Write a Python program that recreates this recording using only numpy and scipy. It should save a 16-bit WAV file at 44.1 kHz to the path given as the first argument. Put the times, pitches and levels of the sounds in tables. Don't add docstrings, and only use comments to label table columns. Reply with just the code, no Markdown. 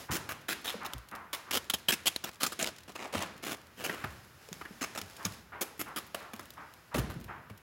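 import sys
import numpy as np
from scipy import signal
from scipy.fft import rfft, irfft
from scipy.io import wavfile
from scipy.ndimage import uniform_filter1d

SR = 44100
rng = np.random.default_rng(int(sys.argv[2]) if len(sys.argv) > 2 else 0)


def wav_out(sig):
    wavfile.write(sys.argv[1], SR, np.round(np.clip(np.atleast_2d(sig).T, -1, 1) * 32767).astype(np.int16))


N = 336026
TIME = np.arange(N) / SR
LOW_CUT_HZ, HIGH_CUT_HZ = 55, 16000

# (time [s], length [s], level [dB])
STROKES = [(0.108, 0.062, -37), (0.289, 0.033, -39), (0.482, 0.049, -35.5), (0.643, 0.035, -41),
           (0.671, 0.039, -37.5), (.847, 0.019, -43.5), (1.328, 0.024, -36.5), (1.509, 0.0073, -32.5),
           (1.524, 0.053, -32.5), (1.698, 0.0035, -24.5), (1.736, 0.0082, -28), (1.883, 0.024, -27),
           (1.92, 0.02, -30.5), (2.057, 0.0054, -29.5), (2.066, 0.015, -25), (2.239, 0.005, -32.5),
           (2.25, 0.043, -45.5), (2.402, 0.053, -38), (2.431, 0.011, -27.5), (2.462, 0.011, -33),
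           (2.52, 0.0095, -39), (2.589, 0.039, -36.5), (2.624, 0.014, -36.5), (2.654, 0.037, -42.5),
           (2.878, 0.029, -49.5), (2.954, 0.0092, -40), (2.983, 0.079, -44.5), (3.125, 0.067, -40),
           (3.201, 0.035, -39), (3.424, 0.12, -41.5), (3.512, 0.014, -40), (3.77, 0.18, -46.5),
           (3.839, 0.025, -35.5), (3.89, 0.21, -52), (4.81, 0.036, -37.5), (4.949, 0.015, -42),
           (4.974, 0.015, -38), (5.248, 0.016, -38.5), (5.609, 0.019, -33), (5.792, 0.028, -37.5),
           (5.96, 0.026, -36.5), (6.145, 0.0051, -32), (6.334, 0.0017, -37), (6.394, 0.0017, -36),
           (6.941, 0.035, -41.5), (6.981, 0.011, -37), (7.098, 0.021, -46), (7.497, 0.0078, -48.5)]
# (from [s], ring [Hz], ring [dB], sizzle [dB], brightness [dB], hollowness [dB],
# echo send [dB])
LOAVES = [(0, 1630, 6, 8, -5.5, -0.5, -12), (0.6, 3600, 7, 7.5, -6, -9.5, -11),
          (1.4, 3160, 2.5, 5, -5, -3, -20.5), (2.3, 1265, 9, 2, 2.5, 2, -17.5),
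          (2.55, 657, 8.5, -0.5, 1, 3, -17), (2.9, 1440, -8, -0.5, -13, -6, -10.5),
          (3.35, 2730, 4, 3, -0.5, 3.5, -17), (3.7, 1320, -1.5, 7, -8.5, -6, -13),
          (4.4, 1290, 3, 2, -2.5, 1, -13.5), (5.5, 1270, 7, 10.5, -2.5, 2.5, -14),
          (6.1, 1190, 4.5, 8.5, -6.5, -3.5, -10)]


def scrapes(attack_share, release_s, touch_db, treble_per_db, ring_per_db, size=8192):
    direct, to_walls, t, hz = np.zeros(N), np.zeros(N), TIME[:size], bins(size)
    bright = at_hz([(1300, 0), (4000, .75), (14000, 1)], hz)
    hollow = at_hz([(250, 1), (1000, 0)], hz)
    bass_cut_db = at_hz([(60, -18), (190, -1.5)], hz)
    ordinary_stroke_db = -35
    for s, length_s, level_db in STROKES:
        ring_hz, ring_db, _, bright_db, hollow_db, _ = loaf_at(s)
        force_db = level_db - ordinary_stroke_db
        bright_db += treble_per_db * force_db
        ring_db += ring_per_db * max(force_db, 0)
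        tone_db = crust_colour(s, hz) + bright_db * bright + hollow_db * hollow + bass_cut_db
        pressure = 1 - np.exp(-t / (attack_share * length_s))
        pressure *= np.exp(-np.maximum(t - length_s, 0) / release_s)
        pressure *= from_db(touch_db * np.exp(-t / 0.0091))
        grit = sum(crust_patch(size, ring_s=0.0012) for _ in range(2))
        splinters = fractures(size, per_s=110, spread_db=3.5, ridge_db=0, ridges_per_s=260)
        sound = (steady(grit, window_s=0.014) + from_db(16) * splinters) * pressure
        gain = from_db(level_db) * np.sqrt(length_s * SR / size)
        add(direct, s, gain * rms_one(colour(sound, tone_db + ring_db * hump(hz, ring_hz))))
        add(to_walls, s, gain * rms_one(colour(sound, tone_db)))
    return direct, to_walls


def crust_patch(size, ring_s):
    cracks = fractures(size, per_s=2400, spread_db=4.5, ridge_db=5.5, ridges_per_s=260)
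    response = rng.standard_normal(512) * np.exp(-TIME[:512] / ring_s)
    return signal.fftconvolve(cracks, response / np.linalg.norm(response))[:size]


def fractures(size, per_s, spread_db, ridge_db, ridges_per_s):
    onsets = rng.random(size) < per_s / SR
    heft = np.minimum(rng.exponential(1, size), 3)
    ridges = np.interp(TIME[:size] * ridges_per_s, np.arange(size), rng.uniform(-1.9, 1, size))
    return onsets * rng.choice([-1, 1], size) * from_db(spread_db * heft + ridge_db * ridges)


def crust_colour(s, hz):
    # (frequency [Hz], level [dB])
    spectrum = [(170, -0.5), (280, 3), (440, 0), (660, 0), (900, -4), (1280, -1), (2000, -3), (3000, -1),
                (7600, -11.5), (11000, -18), (14500, -15)]
    _, _, sizzle_db, *_ = loaf_at(s)
    return at_hz(spectrum, hz) + sizzle_db * at_hz([(8000, 0), (13000, 1)], hz)


def loaf_at(s):
    return LOAVES[sum(row[0] <= s for row in LOAVES[1:])][1:]


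def flake_snaps(crumble_s, crumble_gain, ring_above_db, size=2048):
    # (time [s], peak [dB], ring [Hz])
    snaps = [(0.863, -22, 4000), (0.935, -21, 3300), (1.740, -16, 3000), (1.886, -15, 3130),
             (2.162, -16.5, 4100), (2.429, -29, 3300), (2.627, -19, 7160), (2.644, -17.5, 2200),
             (2.664, -24, 3130), (2.673, -22, 3570), (3.224, -22.5, 2940), (4.529, -23.5, 6600),
             (5.015, -25, 2440), (5.252, -15.5, 6170), (6.505, -28.5, 1410)]
    out, t, hz = np.zeros(N), TIME[:size], bins(size)
    tilt_db = at_hz([(400, -8), (3000, -5)], hz)
    for s, peak_db, ring_hz in snaps:
        crack = crumble_gain * rng.standard_normal(size) * np.exp(-t / crumble_s)
        crack[0] += 1
        ring_db = max(peak_db - ring_above_db, 0)
        sound = colour(crack, crust_colour(s, hz) + tilt_db + ring_db * hump(hz, ring_hz))
        add(out, s, at_peak(sound, peak_db))
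    return out


def rim_taps(touch_s, decay_s, note_db, size=4096):
    # (time [s], peak [dB], hollow note [Hz])
    taps = [(3.151, -21.5, 1200), (3.894, -20.5, 1830), (4.039, -23.5, 1300), (4.611, -31.5, 1230),
            (4.651, -34, 1800), (6.943, -20.5, 610)]
    # (frequency [Hz], level [dB])
    clack_spectrum = [(150, 5.5), (2000, -1), (2900, -5), (8000, -31), (15000, -22)]
    out, t, hz = np.zeros(N), TIME[:size], bins(size)
    envelope = (1 - np.exp(-t / touch_s)) * np.exp(-t / decay_s)
    for s, peak_db, note_hz in taps:
        cracks = fractures(size, per_s=8000, spread_db=2, ridge_db=3, ridges_per_s=220)
        sound = colour(cracks * envelope, at_hz(clack_spectrum, hz) + note_db * hump(hz, note_hz))
        add(out, s, at_peak(sound, peak_db))
    return out


def loaf_knocks(t60_cycles, overtone_db, contact_s, start_ratio, end_ratio, sag_cycles):
    # (time [s], level [dB], pitch [Hz])
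    knocks = [(.098, -29, 128), (.742, -25.5, 490), (.75, -35.5, 203), (1.56, -30, 251), (3.063, -30, 640),
              (3.136, -23, 543), (3.148, -26.5, 239), (3.894, -40, 200), (4.056, -39, 126),
              (4.487, -36, 470), (4.515, -37.5, 173), (4.706, -38, 195), (4.815, -28.5, 263),
              (5.254, -29.5, 186), (6.337, -35.5, 220), (6.956, -23.5, 240), (6.974, -24.5, 370),
              (6.984, -24.5, 121), (7.158, -30.5, 147)]
    out, t = np.zeros(N), TIME[:SR // 4]
    for s, level_db, hz in knocks:
        pitch_hz = hz * (end_ratio + (start_ratio - end_ratio) * np.exp(-t * hz / sag_cycles))
        phase = 2 * np.pi * np.cumsum(pitch_hz) / SR
        fade = from_db(-60 * t * hz / t60_cycles)
        note = fade * np.sin(phase) + from_db(overtone_db) * fade ** 2 * np.sin(2 * phase)
        add(out, s, from_db(level_db) * note * (1 - np.exp(-t / contact_s)))
    return out


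def crumbs(skitter_s, pinch_db, stray_db, mean_wait_s, size=2048):
    pinch_times = [.981, 1.086, 1.110, 1.152, 2.783, 4.486, 4.539, 5.098, 5.165, 5.229, 5.322, 6.361, 6.455,
                   6.738, 7.241]
    falls = [(s, pinch_db) for s in pinch_times]
    for s, length_s, _ in STROKES:
        falls += [(s + length_s + wait_s, stray_db) for wait_s in rng.exponential(mean_wait_s, 3)]
    out, t, hz = np.zeros(N), TIME[:size], bins(size)
    thin_db = at_hz([(300, -16), (2500, 0)], hz)
    for s, peak_db in falls:
        ticks = fractures(size, per_s=1800, spread_db=4, ridge_db=4, ridges_per_s=220)
        sound = colour(ticks * np.exp(-t / skitter_s), crust_colour(s, hz) + thin_db)
        add(out, min(s, TIME[-1]), at_peak(sound, peak_db))
    return out


def table_booms(contact_s):
    # (time [s], level [dB], lowest mode [Hz])
    landings = [(0.096, -50.5, 82), (0.947, -49.5, 57.6), (3.159, -50, 94.3), (5.024, -59, 93.5),
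                (5.26, -51, 99.6), (6.984, -44, 64), (7.504, -55.5, 102)]
    # (ratio to lowest mode, level [dB], t60 [s])
    modes = [(1, 11, 0.19), (2.05, 7, 0.17), (4.2, 15, 0.019)]
    out, t = np.zeros(N), TIME[:SR]
    for s, level_db, hz in landings:
        boom = sum(from_db(db) * damped(t, hz * ratio, t60_s) for ratio, db, t60_s in modes)
        add(out, s, from_db(level_db) * boom * (1 - np.exp(-t / contact_s)))
    return out


def yard_echo(x, build_s, bands=14):
    # (frequency [Hz], gain [dB])
    wall_gain = [(60, 20), (150, 5), (500, 4.5), (1500, 5.5), (4000, 1.5), (15000, -4)]
    # (frequency [Hz], t60 [s])
    decay_times = [(100, 1), (1000, 0.61), (4000, 0.75), (15000, 0.28)]
    starts_s, *_, send_db = np.transpose(LOAVES)
    sent = x * from_db(send_db)[np.searchsorted(starts_s[1:], TIME)]
    out, edges_hz = 0, np.geomspace(45, HIGH_CUT_HZ, bands + 1)
    for low_hz, high_hz in zip(edges_hz, edges_hz[1:]):
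        centre_hz = np.sqrt(low_hz * high_hz)
        band = signal.butter(2, [low_hz, high_hz], "band", fs=SR, output="sos")
        decay_s = at_hz(decay_times, centre_hz) / np.log(10 ** 6)
        energy = lag(lag(signal.sosfilt(band, sent) ** 2, build_s), decay_s)
        wash = rms_one(signal.sosfilt(band, rng.standard_normal(N)))
        out += from_db(at_hz(wall_gain, centre_hz)) * np.sqrt(energy) * wash
    return out


def far_pats(build_s, t60_s):
    # (time [s], level [dB])
    pats = [(.084, -39.5), (.803, -41), (1.112, -41.5), (1.461, -50), (5.181, -47), (5.518, -43),
            (5.858, -45), (6.198, -47.5), (6.565, -45.5), (6.912, -46), (7.278, -42.5)]
    # (frequency [Hz], level [dB])
    echo_spectrum = [(100, 1), (600, 1), (950, 9.5), (1350, 9), (2000, 2), (2900, -10.5), (15000, -72)]
    out, t = np.zeros(N), TIME[:SR]
    envelope = (1 - np.exp(-t / build_s)) * from_db(-60 * t / t60_s)
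    for s, level_db in pats:
        add(out, s, noise(echo_spectrum, SR) * at_peak(envelope, level_db))
    return out


def sleeve(flutter_db, folds_per_s):
    # (middle [s], half length [s], level [dB])
    reaches = [(0, 0.063, -46.5), (3.93, 0.22, -59), (4.69, 0.54, -58.5), (5.263, 0.13, -55),
               (6.457, 0.74, -65.5)]
    # (frequency [Hz], level [dB])
    cloth_spectrum = [(150, 13.5), (1200, 10.5), (5000, 4.5), (9000, -7), (15000, -4)]
    speed = sum(from_db(db) * np.exp(-((TIME - mid_s) / half_s) ** 2) for mid_s, half_s, db in reaches)
    folds = np.interp(TIME * folds_per_s, np.arange(N), 2 * rng.random(N) - 1)
    return speed * from_db(flutter_db * folds) * noise(cloth_spectrum, N)


def still_air(rms_db):
    # (frequency [Hz], level [dB])
    spectrum = [(30, -13), (70, 19.5), (200, 10), (700, 3), (1500, 8.5), (4000, -7.5), (9000, -21),
                (15000, -10.5)]
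    return from_db(rms_db) * noise(spectrum, N)


def from_db(db):
    return 10 ** (np.asarray(db) / 20)


def rms_one(x):
    return x / np.sqrt(np.mean(x ** 2) + 1e-20)


def at_peak(x, peak_db):
    return from_db(peak_db) * x / np.abs(x).max()


def at_hz(points, hz):
    known_hz, values = np.transpose(points)
    return np.interp(np.log(np.maximum(hz, 1)), np.log(known_hz), values)


def add(track, s, sound):
    start = max(round(s * SR), 0)
    track[start:start + len(sound)] += sound[:N - start]


def bins(size):
    return np.arange(size // 2 + 1) * SR / size


def colour(x, gain_db):
    cepstrum = irfft(np.log(from_db(gain_db)))
    cepstrum[1:len(x) // 2] *= 2
    cepstrum[len(x) // 2 + 1:] = 0
    return irfft(rfft(x) * np.exp(rfft(cepstrum)))


def noise(spectrum, size):
    gain = from_db(at_hz(spectrum, bins(size)))
    return rms_one(irfft(rfft(rng.standard_normal(size)) * gain, size))


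def resonance(x, hz, width_hz):
    r = np.exp(-np.pi * width_hz / SR)
    feedback = [1, -2 * r * np.cos(2 * np.pi * hz / SR), r * r]
    return signal.lfilter(np.array([1, 0, -1]) * (1 - r * r) / 2, feedback, x)


def hump(hz, centre_hz, half_width_octaves=0.18):
    return 1 / (1 + (np.log2((hz + 1) / centre_hz) / half_width_octaves) ** 2)


def damped(t, hz, t60_s):
    return np.sin(2 * np.pi * hz * t) * from_db(-60 * t / t60_s)


def steady(x, window_s):
    power = np.abs(uniform_filter1d(x ** 2, int(window_s * SR)))
    return x / np.sqrt(power + 1e-6)


def lag(x, time_s):
    r = np.exp(-1 / (time_s * SR))
    return signal.lfilter([1 - r], [1, -r], x + 1e-18)


def scene():
    strokes = scrapes(attack_share=0.077, release_s=0.0062, touch_db=2.5,
                      treble_per_db=0.6, ring_per_db=0.5)
    crust, crust_to_walls = from_db(1.5) * np.array(strokes)
    flakes = flake_snaps(crumble_s=0.0027, crumble_gain=0.21, ring_above_db=-29.5)
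    rims = rim_taps(touch_s=0.0055, decay_s=0.0049, note_db=11)
    knocks = from_db(1.5) * loaf_knocks(t60_cycles=13, overtone_db=-6, contact_s=0.002,
                                        start_ratio=1.25, end_ratio=0.9, sag_cycles=1.4)
    ticks = crumbs(skitter_s=0.004, pinch_db=-34.5, stray_db=-41, mean_wait_s=0.071)
    booms = from_db(5) * table_booms(contact_s=0.0024)
    air = still_air(rms_db=-60.5)
    pats = from_db(-0.5) * far_pats(build_s=0.011, t60_s=0.6)
    contacts = rims + knocks + ticks
    echo = yard_echo(crust_to_walls + contacts + 0.5 * flakes, build_s=0.0056)
    rustle = sleeve(flutter_db=3, folds_per_s=18)
    return (crust + flakes + contacts + booms + echo + pats + rustle + air)[None]


def record(dry):
    # (frequency [Hz], width [Hz], gain [dB])
    resonances = [(5200, 360, 4), (7080, 1850, 4.5), (10860, 1970, 8.5)]
    for hz, width_hz, gain_db in resonances:
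        dry = dry + (from_db(gain_db) - 1) * resonance(dry, hz, width_hz)
    dry = signal.sosfilt(signal.butter(4, LOW_CUT_HZ, "high", fs=SR, output="sos"), dry)
    return signal.sosfilt(signal.ellip(10, .2, 80, HIGH_CUT_HZ, fs=SR, output="sos"), dry)


dry = scene()
out = record(dry)
wav_out(out)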